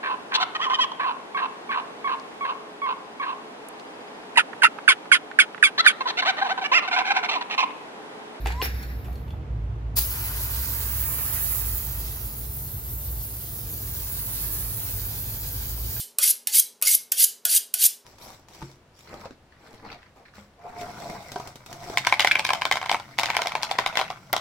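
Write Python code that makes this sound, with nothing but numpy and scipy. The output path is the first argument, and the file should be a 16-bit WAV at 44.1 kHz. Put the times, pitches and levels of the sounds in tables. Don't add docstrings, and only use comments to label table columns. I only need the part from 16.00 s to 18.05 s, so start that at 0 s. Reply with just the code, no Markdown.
import sys
import numpy as np
from scipy import signal
from scipy.fft import rfft, irfft, next_fast_len
from scipy.io import wavfile
from scipy.ndimage import uniform_filter1d, minimum_filter1d, map_coordinates

SR = 44100
rng = np.random.default_rng(int(sys.argv[2]) if len(sys.argv) > 2 else 0)


def pcm_store(signal):
    levels = np.round(np.clip(np.atleast_2d(signal), -1, 1) * 32767)
    wavfile.write(sys.argv[1], SR, levels.astype(np.int16).T)


N = 90272
LEAD = SR // 4
TIME = np.arange(-LEAD, N) / SR
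HZ = np.fft.rfftfreq(next_fast_len(2 * len(TIME), True) // 2 * 2, 1 / SR)


def amp(db):
    return 10 ** (np.asarray(db) / 20)


def unit(x):
    return x / np.sqrt(np.mean(x ** 2) + 1e-20)


def along(points, hz):
    freqs, values = np.transpose(points)
    return np.interp(np.log(hz + 1), np.log(freqs + 1), values)


def filtered(x, response):
    return irfft(rfft(x, 2 * len(HZ) - 2) * response)[..., :len(TIME)]


def colour(points):
    cepstrum = irfft(np.log(unit(amp(along(points, HZ)))))
    cepstrum[1:len(HZ) - 1] *= 2
    cepstrum[len(HZ):] = 0
    return np.exp(rfft(cepstrum))


def wobble(per_s, t=TIME):
    return map_coordinates(rng.standard_normal(len(t)), [(t - t[0]) * per_s])


def fade(start_s, t60_s):
    return (TIME >= start_s) * amp(-60 * np.maximum(TIME - start_s, 0) / t60_s)


# start_s, skim_s, bite_s, level_db, skim_db, growth_db, body_tilt_db, flick_db
STROKES = [(-.152, 0.045, 0.087, -13, -21, -1, 5, -8.5), (0.1846, .022, 0.02, -19, -14.5, .5, 6, -26),
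           (0.4718, .044, 0.033, -15.5, -20.5, 2.5, 5.5, -12),
           (0.8261, 0.024, 0.021, -17, -14.5, 4, 10, -27.5), (1.117, 0.0356, 0.049, -15, -24, 2, 1.5, -10),
           (1.451, 0.023, 0.041, -16.5, -15, 4, -0.5, -36),
           (1.7376, 0.0442, 0.039, -13, -21.5, 5.5, 5, -19.5)]
# freq_hz, gain_db
HEEL_EQ = [(80, -71), (200, -34), (700, -32), (1250, -31), (1650, -20.5), (3000, -5.5), (5500, -5.5),
           (7800, -4.5), (10500, 0.5), (13000, -4.5), (15200, -3)]
# freq_hz, gain_db
TIP_EQ = [(80, -62), (200, -50), (700, -34), (1250, -33), (1900, -31), (3000, -12.5), (5000, -5),
          (7500, -1), (10500, 4), (13000, 4), (15200, 0)]
def scrape(stroke_s=.127, release_s=.0065, flick_s=.0029, body_db=-13.5, judder_db=.88):
    heel, tip, body, places = np.zeros((4, len(TIME)))
    for start_s, skim_s, bite_s, level_db, skim_db, growth_db, body_tilt_db, flick_db in STROKES:
        t = TIME - start_s
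        force_db = level_db + np.interp(t, [skim_s, skim_s + bite_s, stroke_s], [skim_db, -growth_db, 0])
        force = (t > 0) * amp(force_db) * np.exp(-np.maximum(t - stroke_s, 0) / release_s)
        place = np.clip((t - skim_s) / (stroke_s - skim_s), 0, 1)
        flick = amp(flick_db) * np.exp(-((t - stroke_s) / flick_s) ** 2)
        heel += force * np.sqrt(1 - place)
        tip += force * np.sqrt(place) + flick
        body += force * amp(body_db + body_tilt_db * (1 - 2 * place))
        places = np.where(t > 0, place, places)
    judder = amp(judder_db * wobble(per_s=310))
    heel_rub = filtered(heel * judder * (grit() + squeaks()), colour(HEEL_EQ))
    tip_rub = filtered(tip * judder * (grit() + squeaks()), colour(TIP_EQ))
    return heel_rub + tip_rub + body * judder * blade_body(places)


def grit(hits_per_s=16000, size_spread=.35):
    hits = rng.random(len(TIME)) < hits_per_s / SR
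    polarity = np.sign(rng.standard_normal(len(TIME)))
    size = np.exp(size_spread * rng.standard_normal(len(TIME)))
    return unit(hits * polarity * size)


def squeaks(count=900, low_hz=2711, high_hz=13510, length_s=.013, glide=.027, over_grit_db=-6):
    out, t = np.zeros(len(TIME) + SR), np.arange(int(length_s * SR)) / SR
    swell = np.sin(np.pi * t / length_s) ** 2
    for when, pitch, size in rng.random((count, 3)):
        hz = low_hz + (high_hz - low_hz) * pitch
        phase = 2 * np.pi * hz * t * (1 + glide * t / (2 * length_s))
        out[int(when * len(TIME)):][:len(t)] += size ** 2 * swell * np.sin(phase)
    return amp(over_grit_db) * unit(out[:len(TIME)])


# pitch_hz, width_hz, relative_db
BODY_MODES = [(1566, 90, -10), (1789, 90, -13), (2128, 110, -7), (2486, 120, -12), (3053, 140, -2.5),
              (3370, 220, -7), (4654, 200, 8.5), (5350, 160, 3.5), (5910, 190, 8), (6800, 120, 5.5)]
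def blade_body(place, pitch_rise=.06):
    warped_s = np.cumsum(1 + pitch_rise * (place - .5)) / SR
    out = np.zeros(len(TIME))
    for hz, width_hz, db in BODY_MODES:
        shake = wobble(2 * width_hz) + 1j * wobble(2 * width_hz)
        out += amp(db) * np.real(shake * np.exp(2j * np.pi * hz * warped_s))
    return unit(out)


# start_s, clink_db, bending_db, bending_pitch_ratio
CLINKS = [(0.186, -10, -35.5, 0.84), (0.4717, -10.5, -39.5, 1.206), (0.8149, -29, -46.5, 0.75),
          (0.8243, -10, -36, 0.84), (1.1198, -7.5, -39, 1.06), (1.4527, -9.5, -34, 0.99),
          (1.7403, -11, -40.5, 1.01)]
# freq_hz, gain_db
CLINK_EQ = [(100, -53.5), (500, -27.5), (1000, -30.5), (1600, -20), (3000, -10.5), (6000, -4.5), (9000, -2),
            (12000, 3), (15200, 1)]
# start_s, level_db
NICKS = [(.2312, -15), (.2405, -11), (.2785, -16), (.3050, -11), (.5605, -16), (.5940, -13), (.8595, -17),
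         (.8730, -10), (.8802, -10), (1.1815, -22), (1.2290, -15), (1.5010, -19), (1.5570, -15),
         (1.5625, -11), (1.8272, -17), (1.8545, -12)]
def clinks_and_nicks(clink_t60_s=.016, rattle_db=-13, rattle_t60_s=.1, nick_t60_s=.017):
    meet = sum(amp(db) * (fade(start_s, clink_t60_s) + amp(rattle_db) * fade(start_s, rattle_t60_s))
               for start_s, db, _, _ in CLINKS)
    catch = sum(amp(db) * fade(start_s, nick_t60_s) for start_s, db in NICKS)
    clink_noise, nick_noise = rng.standard_normal((2, len(TIME)))
    return filtered(meet * clink_noise, colour(CLINK_EQ)) + filtered(catch * nick_noise, colour(TIP_EQ))


# pitch_hz, width_hz, relative_db
STEEL_MODES = [(8500, 40, -9), (9480, 80, -7), (10230, 100, -6), (10480, 80, -3), (10630, 70, -5),
               (11790, 45, -6), (12020, 80, -7), (12300, 40, -8), (13510, 40, -8)]
def ringing_steel(ring_db=2.5):
    contact = scrape() + clinks_and_nicks()
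    modes = sum(amp(db) * 1j * HZ * width / (hz * hz - HZ ** 2 + 1j * HZ * width)
                for hz, width, db in STEEL_MODES)
    return contact + amp(ring_db) * filtered(contact, modes)


# base_pitch_hz, relative_db, t60_s
BENDING_MODES = [(555, -33, 0.098), (700.6, -8, 0.14), (1124, -15, 0.12), (1470, -0.5, 0.12),
                 (1705, -7.5, 0.17), (2000, -3.5, 0.027), (2570, -3, 0.03), (3017, 1.5, 0.11),
                 (3380, -1.5, 0.17)]
# start_s, level_db
CHATTER = [(.229, -20), (.247, -58), (.561, -27.5), (.871, -14)]
def bending(waver_rad=.93, chatter_hz=2170, chatter_rise_s=.007, chatter_t60_s=.061):
    out, t = np.zeros(len(TIME) + SR), np.arange(SR // 4) / SR

    def mode(hz, t60_s):
        phase = 2 * np.pi * hz * t + waver_rad * wobble(per_s=141, t=t)
        return np.sin(phase) * amp(-60 * t / t60_s) * (1 - np.exp(-t * hz))

    for start_s, _, strike_db, ratio in CLINKS:
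        for hz, mode_db, t60_s in BENDING_MODES:
            gain = amp(strike_db + mode_db + 2 * rng.standard_normal())
            out[LEAD + round(start_s * SR):][:len(t)] += gain * mode(hz * ratio, t60_s)
    attack = 1 - np.exp(-t / chatter_rise_s)
    for start_s, db in CHATTER:
        out[LEAD + round(start_s * SR):][:len(t)] += amp(db) * attack * mode(chatter_hz, chatter_t60_s)
    return out[:len(TIME)]


# start_s, level_db
THUDS = [(.186, -61.5), (.824, -61), (0.953, -55.5), (1.119, -69), (1.452, -62), (1.740, -74)]
# freq_hz, gain_db
THUD_EQ = [(25, -7), (60, 1), (130, -3), (400, .5), (900, -21), (2000, -30.5)]
def thuds(t60_s=.039):
    jolt = sum(amp(db) * fade(start_s, t60_s) for start_s, db in THUDS)
    return filtered(jolt * rng.standard_normal(len(TIME)), colour(THUD_EQ))


# freq_hz, t60_s
ROOM_DECAY = [(300, 0.72), (2000, 0.33), (5500, .3), (10000, 0.23), (15000, 0.21)]
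# freq_hz, level_db
ROOM_SEND = [(300, -6.5), (2000, -8), (6000, -10.5), (15000, -11.5)]
def kitchen(x, patterns=5, crossfade_s=.02, build_s=.0013):
    out = np.zeros(len(TIME))
    for k in range(patterns):
        away = abs((TIME / crossfade_s - k) % patterns - patterns / 2)
        share = np.cos(np.pi / 2 * np.minimum(away, 1))
        hz, t, noise = signal.stft(rng.standard_normal(SR // 2), SR, nperseg=256)
        envelope = amp(-60 * t / along(ROOM_DECAY, hz)[:, None]) * (1 - np.exp(-t / build_s))
        tail = signal.istft(noise * envelope, SR, nperseg=256)[1]
        out += signal.fftconvolve(x * share, tail / np.linalg.norm(tail))[:len(TIME)]
    return filtered(out, amp(along(ROOM_SEND, HZ)))


# freq_hz, gain_db
AIR_EQ = [(25, -42.5), (80, -34.5), (120, -12), (190, -2.5), (310, -2), (440, 6.5), (700, -2.5), (1000, -2),
          (1500, -14), (3000, -45.5)]
# freq_hz, gain_db
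HISS_EQ = [(30, -25.5), (300, -9), (1500, 8), (15000, 3)]
def room_tone(air_db=-65.5, hiss_db=-65):
    air = filtered(rng.standard_normal(len(TIME)), amp(along(AIR_EQ, HZ)))
    hiss = filtered(rng.standard_normal(len(TIME)), amp(along(HISS_EQ, HZ)))
    return amp(air_db) * unit(air) + amp(hiss_db) * unit(hiss)


# pitch_hz, level_db
HUM_TONES = [(120, -90), (237, -74.5), (409, -73.5)]
def hum():
    return sum(amp(db) * np.sqrt(2) * np.sin(2 * np.pi * hz * TIME + .5 * wobble(per_s=4.6))
               for hz, db in HUM_TONES)


# freq_hz, correlation
STEREO_LIKENESS = [(30, .35), (80, .7), (170, .93), (350, .96), (700, .955), (1400, .984), (2400, .965),
                   (3800, .945), (5000, .992), (7000, .985), (8600, .93), (9800, .75), (11000, .77),
                   (11700, .95), (12800, .25), (15000, .15)]
def scene():
    width_rad = np.arccos(np.clip(along(STEREO_LIKENESS, HZ), -1, 1)) / 2
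    centre = ringing_steel() + bending() + thuds()
    spread = ringing_steel()
    mid = filtered(centre + kitchen(centre) + room_tone(), np.cos(width_rad)) + hum()
    side = filtered(spread + kitchen(spread) + room_tone(), np.sin(width_rad))
    return np.array([mid + side, mid - side])[:, LEAD:]


# freq_hz, left_minus_right_db
MIC_BALANCE = [(8300, 0), (9400, 2), (11000, 2), (12000, 2), (13000, -16), (14000, -3), (15300, -9)]
def record(dry, top_hz=15350, edge_hz=70, ceiling=.97, hold_s=.003):
    lean = amp(along(MIC_BALANCE, HZ))
    ports = np.array([lean, np.ones(len(HZ))]) * np.sqrt(2 / (1 + lean ** 2))
    lowpass = (1 - np.tanh((HZ - top_hz) / edge_hz)) / 2
    stereo = filtered(dry, ports * lowpass)
    hold = int(hold_s * SR)
    peak_gain = ceiling / np.maximum(abs(stereo).max(0), ceiling)
    smooth_gain = uniform_filter1d(minimum_filter1d(peak_gain, hold), hold)
    return filtered(stereo * smooth_gain, lowpass)[:, :N]


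dry = scene()
out = record(dry)
pcm_store(out)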